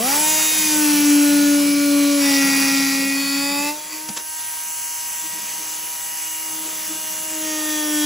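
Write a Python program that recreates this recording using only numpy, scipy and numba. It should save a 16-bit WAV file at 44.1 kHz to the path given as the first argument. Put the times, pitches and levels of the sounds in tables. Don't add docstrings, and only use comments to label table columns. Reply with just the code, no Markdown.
import sys
import numpy as np
from scipy import signal
from scipy.fft import rfft, irfft, next_fast_len
from scipy.io import wavfile
from scipy.ndimage import uniform_filter1d
from numba import njit

SR = 44100
rng = np.random.default_rng(int(sys.argv[2]) if len(sys.argv) > 2 else 0)


def inscribe(sig):
    pcm = np.round(np.clip(np.atleast_2d(sig).T, -1, 1) * 32767)
    wavfile.write(sys.argv[1], SR, pcm.astype(np.int16))


def ratio_of_db(decibels):
    return 10 ** (np.asarray(decibels, float) / 20)


N = 355049
T = np.arange(N) / SR

# [t/s, buzz level/dB, ring level/dB]
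TOOL_LEVELS = [(0, -24, -11), (.12, -20, -3.5), (.3, -20.5, -24), (.6, -21.5, -7), (1.0, -22, -16),
               (1.75, -26, -18), (2.17, -26, -8), (2.24, -22, -15), (2.65, -21.5, -12.5), (3.1, -26, -13),
               (3.69, -26.5, -15), (3.74, -33.5, -8), (3.88, -35.5, -2), (3.93, -33.5, 6.5),
               (4.2, -35.5, -23), (4.4, -31, -6), (7.3, -29.5, -13), (8.05, -25.5, -30)]
# [t/s, bite 0-1]
BITE = [(0, 0.95), (.1, 0.48), (.5, 0.23), (.85, 0.37), (1.25, 0.5), (1.6, 0.77), (2.15, 0.88), (3.65, .85),
        (3.88, 0.44), (3.93, 0.3), (4.12, 0.24), (4.28, .02), (5.0, 0.02), (5.45, 0.25), (6.35, .01),
        (6.65, 0.29), (7.35, 0.26), (8.05, 0.27)]
DEEP_S = [2.17, 2.24, 3.68, 3.75]
OUT_S = [2.9, 3.3, 3.8, 4.3]
TORQUE_HZ = 120.15
AIR_DB, AIR_BITE_DB = 3.5, -3.5


def saw():
    buzz_db, ring_db = curves(TOOL_LEVELS)
    bite = np.clip(curves(BITE)[0], 0, 1)
    deep = np.interp(T, DEEP_S, [0, 1, 1, 0])
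    out = np.interp(T, OUT_S, [0, 1, 1, 0])
    turns = swing()
    mains = np.sin(2 * np.pi * TORQUE_HZ * T)
    stroke = 1 + 0.2 * np.sin(2 * np.pi * turns) + 0.081 * (1 - bite) * np.sin(np.pi * turns)
    gate = (1 + 0.013 * mains) * stroke
    settled = np.clip(T / 0.3, 0, 1) ** 2

    cut = ratio_of_db(-2.5 - 0.5 * deep) * settled * cutting_whine(turns)
    cut = cut + ratio_of_db(-2.5 - 0.38 * deep - 1.8 * out * deep) * teeth(gate)
    cut = cut + struck_blade(turns, mains, ring_db, deep, out)
    free = running_free(turns, gate, settled)
    body = np.sqrt(1 - bite) * free + np.sqrt(bite) * cut
    buzz = ratio_of_db(buzz_db) * (body + ratio_of_db(AIR_DB + AIR_BITE_DB * bite) * air(gate))
    buzz = buzz + shake_overtones(turns, bite) + catches()
    buzz = buzz + bench(buzz_db, bite, out) + room_rumble(buzz_db)
    return np.sqrt(2) * block_shake(turns), buzz


# [t/s, f/Hz]
SWING_RATE = [(0, 312.3), (.56, 311.8), (.74, 303.8), (.96, 293.1), (1.21, 290.3), (2.17, 285.6),
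              (2.33, 277.7), (2.5, 274.6), (3.0, 273.4), (3.36, 278.5), (3.62, 287), (3.77, 303.5),
              (3.94, 310), (4.4, 315.5), (6.2, 319), (6.61, 315.3), (7.3, 315.3), (8.05, 298.3)]
SPIN_UP_HZ, SPIN_UP_S, LOCK_S = 101, .1, .3


def swing():
    missing = SPIN_UP_HZ * np.exp(-T / SPIN_UP_S - (T / LOCK_S) ** 4)
    hz = uniform_filter1d(curves(SWING_RATE)[0], size=4000) - missing
    return np.cumsum(hz * (1 + .0005 * fine(walk(30)))) / SR


# [t/s, level/dB]
SHAKE = [(0, -30.5), (.22, -30.5), (.52, -34), (.76, -21.5), (1.1, -14), (2.13, -17.5), (3.0, -22.5),
         (3.6, -27), (3.7, -29), (3.83, -53), (4.33, -61), (6.17, -59.5), (6.61, -40), (6.84, -52),
         (7.26, -46), (7.36, -33.5), (7.69, -28.5), (8.05, -22.5)]
# [t/s, level/dB, length/s]
GRAZE = [
    (3.943, -43, 0.016),
    (4.045, -44.5, 0.079),
    (5.255, -44, 0.013),
    (5.372, -46, 0.018),
    (5.61, -48, 0.011),
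    (5.72, -57, 0.13),
    (6.662, -42, 0.0074),
    (6.914, -33, 0.013),
    (6.96, -38, 0.0068),
]


def block_shake(turns):
    rock = np.sin(2 * np.pi * turns + 1)
    steady = ratio_of_db(curves(SHAKE)[0] + 0.65 * fine(walk(12))) * rock
    graze = sum(ratio_of_db(db) * np.exp(-.5 * ((T - s) / w) ** 2) for s, db, w in GRAZE)
    return steady + graze * (rock + 0.35 * np.sin(8 * np.pi * turns))


# [t/s, 2nd partial level/dB, 3rd partial level/dB, 5th partial level/dB]
OVERTONES = [(0, -33, -31, -47), (.1, -37.5, -28.5, -35), (.38, -36, -32, -44), (.55, -52, -49, -46),
             (.76, -40, -32, -36), (1.1, -43, -42, -37.5), (1.3, -35.5, -42, -35), (2.15, -30.5, -54, -38),
             (2.28, -36.5, -32, -39), (3.2, -39.5, -42.5, -40), (3.45, -36.5, -36, -44),
             (3.7, -39, -32.5, -45), (3.8, -52, -46.5, -60), (4.4, -61, -43, -48), (6.3, -57, -44.5, -55),
             (7.2, -47.5, -44.5, -51), (7.5, -38.5, -43, -52), (8.05, -41, -41, -39)]


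def shake_overtones(turns, bite):
    edge = 0
    for k, db in zip((2, 3, 5), curves(OVERTONES)):
        level = np.sqrt(2) * ratio_of_db(db + 3 * bite * fine(walk(9)))
        edge = edge + level * np.sin(2 * np.pi * k * turns + k)
    return edge


# [multiple of swing rate, level/dB]
START = [(4, -21), (6, -9), (7, -5), (8, 4.5), (9, -3), (10, -4.5), (11, -5), (12, 1.5), (13, -10),
         (14, -0.5), (15, -2.5), (16, 1.5), (17, -3), (18, -6), (19, -12), (20, 1.5), (22, 2), (23, -17),
         (24, 3), (25, -1), (26, -1)]
CUT = [(4, 2.5), (6, -1.5), (7, -38), (8, 7), (8.5, 3), (9, -7), (10, 0.5), (11, 0.5), (12, -3.5), (13, -4),
       (14, 2), (15, 1.5), (16, 1.5), (17, -13), (18, 5.5), (19, -22), (20, -21), (21, -21), (22, 5),
       (23, -33), (24, -12), (25, -14), (28, 1), (30, 6)]
DEEP = [(4, -11), (6, -18), (7, 0.5), (8, 0), (9, 2), (10, -5.5), (11, -16), (12, -10), (13, -4), (14, -17),
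        (14.5, -4.5), (15, -14), (17, 0), (18, -8), (19, -4), (20, -18), (21, -4)]
BACK = [(4, -5.5), (6, -10), (7, -2.5), (8, -8), (9, 6.5), (10, -14), (11, -16), (12, -8.5), (13, -9.5),
        (14, -8), (16, -0.5), (17, -2), (18, -3), (25, -12), (26, -15)]
AGAIN = [(1.5, -12), (4, -4), (6, 0), (7, -8), (8, -2), (9, -10), (10, -8), (11, 2), (12, -5), (13, -6),
         (14, -9), (15, -5), (16, -9), (17, -6), (18, -4), (19, 0), (20, -1), (21, -4), (22, -10)]
# [start t/s, end t/s, level/dB]
STAGES = [
    (0, .77, 4),
    (.77, 2.2, 0),
    (2.2, 3.15, 0),
    (3.15, 3.74, 4),
    (3.74, 7.42, -6),
    (7.42, 9, 4),
]


def cutting_whine(turns):
    lines = 0
    for (start, end, db), table in zip(STAGES, (START, CUT, DEEP, BACK, AGAIN, AGAIN)):
        share = uniform_filter1d(ratio_of_db(db) * (T >= start) * (T < end), size=4000)
        lines = lines + share * whine(turns, table, wander_db=1.4, drift=.05)
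    return patchy(lines, spread_db=2.5, rate=5, width_hz=300)


# [f/Hz, level/dB per Hz]
TEETH = [(230, -15), (330, -5.5), (550, -2), (680, -7), (900, -4), (1500, -3), (2400, -3), (3300, -2.5),
         (4200, -3), (5500, 0.5), (8300, -1), (9000, -37)]


def teeth(gate):
    return hiss(TEETH, gate, flicker_db=2.0)


# [f/Hz, width/Hz, level/dB]
BLADE_IN = [(1100, 200, -7), (1950, 150, -3), (2400, 350, -1), (4680, 340, 1), (5300, 250, -6),
            (5800, 380, 1)]
# [f/Hz, width/Hz, level/dB]
BLADE_OUT = [(1100, 200, -12), (1970, 150, -8), (2450, 220, -2), (4620, 300, 0), (7200, 400, 0)]
DEEP_RING_DB = 10.5


def struck_blade(turns, mains, ring_db, deep, out):
    blows = knocks(turns, weak=.9, scatter_db=1.5) * (.4 + 1.1 * mains)
    blows = blows + .045 * rng.standard_normal(N)
    modes = (1 - out) * ring(blows, BLADE_IN) + out * ring(blows, BLADE_OUT)
    return ratio_of_db(ring_db + DEEP_RING_DB * deep) * modes


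# [t/s, scrape level/dB, thud level/dB, length/s]
CATCH = [
    (4.092, -26.5, -52, 0.0036),
    (4.105, -45, -33, 0.0093),
    (4.173, -24.5, -53, 0.0057),
    (4.193, -33, -47, 0.013),
]


def catches():
    scrape = colour(rng.standard_normal(N), TEETH)
    thud = colour(rng.standard_normal(N), [(120, -11), (200, 2), (400, -27), (800, -8)])
    out = 0
    for s, scrape_db, thud_db, length in CATCH:
        swell = np.exp(-.5 * ((T - s) / length) ** 2)
        out = out + swell * (ratio_of_db(scrape_db) * scrape + ratio_of_db(thud_db) * thud)
    return out


# [multiple of swing rate, level/dB]
FREE = [(3.5, -11), (4, -11), (4.5, -11), (2.5, -13), (6, -3), (7, -4), (7.5, -13), (8, -11), (9, 1.5),
        (9.5, -10), (10, -9), (13, -12), (13.5, -10), (14, -8), (15, -9), (16.5, -6), (17, -7), (17.5, -10),
        (18.5, -1), (19, -5), (19.5, 1), (20, 0), (20.5, -4), (21, -5), (22, -5), (23, -8), (23.5, -2),
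        (24.5, -3), (33, -1), (36, -3)]
# [f/Hz, level/dB per Hz]
FAN = [(250, -13), (450, -51.5), (700, -16), (900, -5.5), (1200, -19), (1800, -5.5), (2900, -5.5),
       (4100, -10), (5300, -4), (6200, -0.5), (6900, -1.5), (7600, 2), (8200, 3.5), (8600, -12)]


def running_free(turns, gate, settled):
    fork = whine(turns, FREE, wander_db=1.8, drift=0.12)
    return ratio_of_db(-4.5) * settled * fork + ratio_of_db(-2.5) * hiss(FAN, gate, flicker_db=2.05)


# [f/Hz, level/dB per Hz]
AIR = [(7800, -15), (8400, 8), (10000, -2.5), (12500, -4), (14000, 1), (15700, -7.5), (16200, -59)]
# [f/Hz, width/Hz, level/dB]
TIP = [(10370, 90, 0)]
# [t/s, level/dB]
SING = [(.8, -35), (1.2, -12.5), (2.9, -12.5), (3.3, -55), (4.2, -8), (4.5, -13), (6, -58), (6.6, -52)]


def air(gate):
    tip = ratio_of_db(curves(SING)[0] + 1.9 * fine(walk(5.7)))
    return hiss(AIR, gate, flicker_db=1.0) + tip * ring(rng.standard_normal(N), TIP)


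# [f/Hz, level/dB per Hz]
BENCH = [(80, -78), (120, -11.5), (165, -6.5), (200, 3), (235, -11), (330, -9)]
BENCH_DB, BENCH_POWER, BENCH_OUT_DB = -15, 0.77, -5


def bench(buzz_db, bite, out):
    level_db = buzz_db + BENCH_DB + BENCH_OUT_DB * out + 1.6 * fine(walk(7.4))
    return ratio_of_db(level_db) * (bite + 0.012) ** BENCH_POWER * colour(rng.standard_normal(N), BENCH)


# [f/Hz, level/dB per Hz]
SHOP = [(20, -34), (45, -20), (70, -14.5), (120, -4), (200, -29), (400, -28)]
SHOP_DB = -61


def room_rumble(buzz_db):
    return ratio_of_db(SHOP_DB + 0.83 * (buzz_db + 28)) * colour(rng.standard_normal(N), SHOP)


def shop(x, t60_s):
    lag = np.arange(int(.3 * SR)) / SR
    decay = np.exp(-np.log(1000) * lag / t60_s) * (lag > .004)
    tail = rng.standard_normal((2, len(lag))) * decay
    return signal.fftconvolve(x[None], tail / np.sqrt(np.sum(tail[0] ** 2)), axes=1)[:, :N]


def whine(turns, table, wander_db, drift):
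    kept = [(round(2 * k) / 2, db) for k, db in table if round(2 * k) not in (2, 4, 6, 10)]
    orders, db = np.transpose(kept)
    count = len(orders)
    gain = ratio_of_db(db[:, None] + wander_db * walk(3.817, count))
    shift = rng.uniform(0, 2 * np.pi, (count, 1)) + drift * np.sqrt(orders[:, None]) * walk(15.0, count)
    return unit(stack(turns, orders, gain, shift))


@njit
def stack(turns, orders, gain, shift):
    y = np.zeros(len(turns))
    for i in range(len(turns)):
        j, u = i // 64, (i % 64) / 64
        for k in range(len(orders)):
            g = gain[k, j] + u * (gain[k, j + 1] - gain[k, j])
            p = shift[k, j] + u * (shift[k, j + 1] - shift[k, j])
            y[i] += g * np.sin(2 * np.pi * orders[k] * turns[i] + p)
    return y


def knocks(turns, weak, scatter_db):
    at = np.interp(np.arange(1, int(turns[-1])), turns, np.arange(N))
    size = np.where(np.arange(len(at)) % 2, weak, 1) * ratio_of_db(scatter_db * rng.standard_normal(len(at)))
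    out, i = np.zeros(N + 8), at.astype(int)
    for k in range(-3, 5):
        gap = i + k - at
        out[i + k] += size * np.sinc(gap) * np.cos(np.pi * gap / 8) ** 2
    return out[:N]


def hiss(table, gate, flicker_db):
    return patchy(colour(rng.standard_normal(N) * gate, table), flicker_db, rate=11.0, width_hz=1200)


def patchy(x, spread_db, rate, width_hz):
    _, _, z = signal.stft(x, nperseg=512)
    along, across = int(SR / 256 / rate) + 1, int(width_hz * 512 / SR) + 1
    field = uniform_filter1d(rng.standard_normal(z.shape), along, axis=1)
    field = uniform_filter1d(field, across, axis=0)
    return unit(signal.istft(z * ratio_of_db(spread_db * unit(field)))[1][:N])


def ring(x, modes):
    out = 0
    for k, (hz, width, db) in enumerate(modes):
        b, a = signal.iirpeak(hz, hz / width, SR)
        mode = signal.lfilter(b, a, signal.lfilter(b, a, x))
        out = out + (-1) ** k * ratio_of_db(db) * unit(mode)
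    return unit(out)


def colour(x, table):
    hz, db = np.transpose(table)
    size = next_fast_len(N)
    f = np.arange(size // 2 + 1) * SR / size + 1
    gain = ratio_of_db(np.interp(np.log(f), np.log(hz), db, left=-90, right=-90))
    return unit(irfft(rfft(x, size) * gain, size)[:N])


def walk(rate, count=1):
    k = max(int(SR / 64 / rate), 1)
    steps = np.repeat(rng.standard_normal((count, 400)), k, axis=1)[:, :N // 64 + 2]
    return 1.54 * uniform_filter1d(uniform_filter1d(steps, k), k)


def fine(w):
    return np.interp(np.arange(N) / 64, np.arange(w.shape[-1]), w.ravel())


def curves(table):
    s, *columns = np.transpose(table)
    return [np.interp(T, s, c) for c in columns]


def unit(x):
    return x / np.sqrt(np.mean(x ** 2))


def scene():
    shake, buzz = saw()
    near = shake * ratio_of_db(np.array([[1.1], [-1.1]])) + buzz
    band = signal.butter(4, [70, 2100], "bandpass", fs=SR, output="sos")
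    return near + ratio_of_db(-10) * signal.sosfilt(band, shop(buzz, t60_s=.25))


def top_cut(x):
    return signal.sosfilt(signal.butter(12, 16010, fs=SR, output="sos"), x)


# [f/Hz, phase/radians]
PORTS = [(60, 0), (340, -.1), (600, -.8), (950, 0), (1290, .6), (1800, 0)]
# [f/Hz, phase/turns]
TREBLE_TURNS = [(8230, 0), (8270, .49), (8900, .51), (10500, .99), (11950, 1.01), (12900, 1.49),
                (14000, 1.51), (15100, 2)]
SPLIT_HZ = 8190


def record(dry):
    size = next_fast_len(N)
    f = np.arange(size // 2 + 1) * SR / size
    lead = np.interp(f, *np.transpose(PORTS)) + 2 * np.pi * np.interp(f, *np.transpose(TREBLE_TURNS))
    dip = 1 - .93 * np.exp(-.5 * ((f - SPLIT_HZ) / 60) ** 2)
    scatter = unit(uniform_filter1d(rng.standard_normal(len(f)), size=120)) * (f > SPLIT_HZ)
    left, right = rfft(dry, size) * dip
    mid = (left + right) / 2
    side = (left - right) / 2 + .8j * np.sin(lead / 2) * mid * np.exp(1.3j * scatter)
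    mid = mid * np.cos(lead / 2)
    mix = irfft(np.array([mid + side, mid - side]), size)[:, :N]
    return top_cut(mix)


dry = scene()
out = record(dry)
inscribe(out)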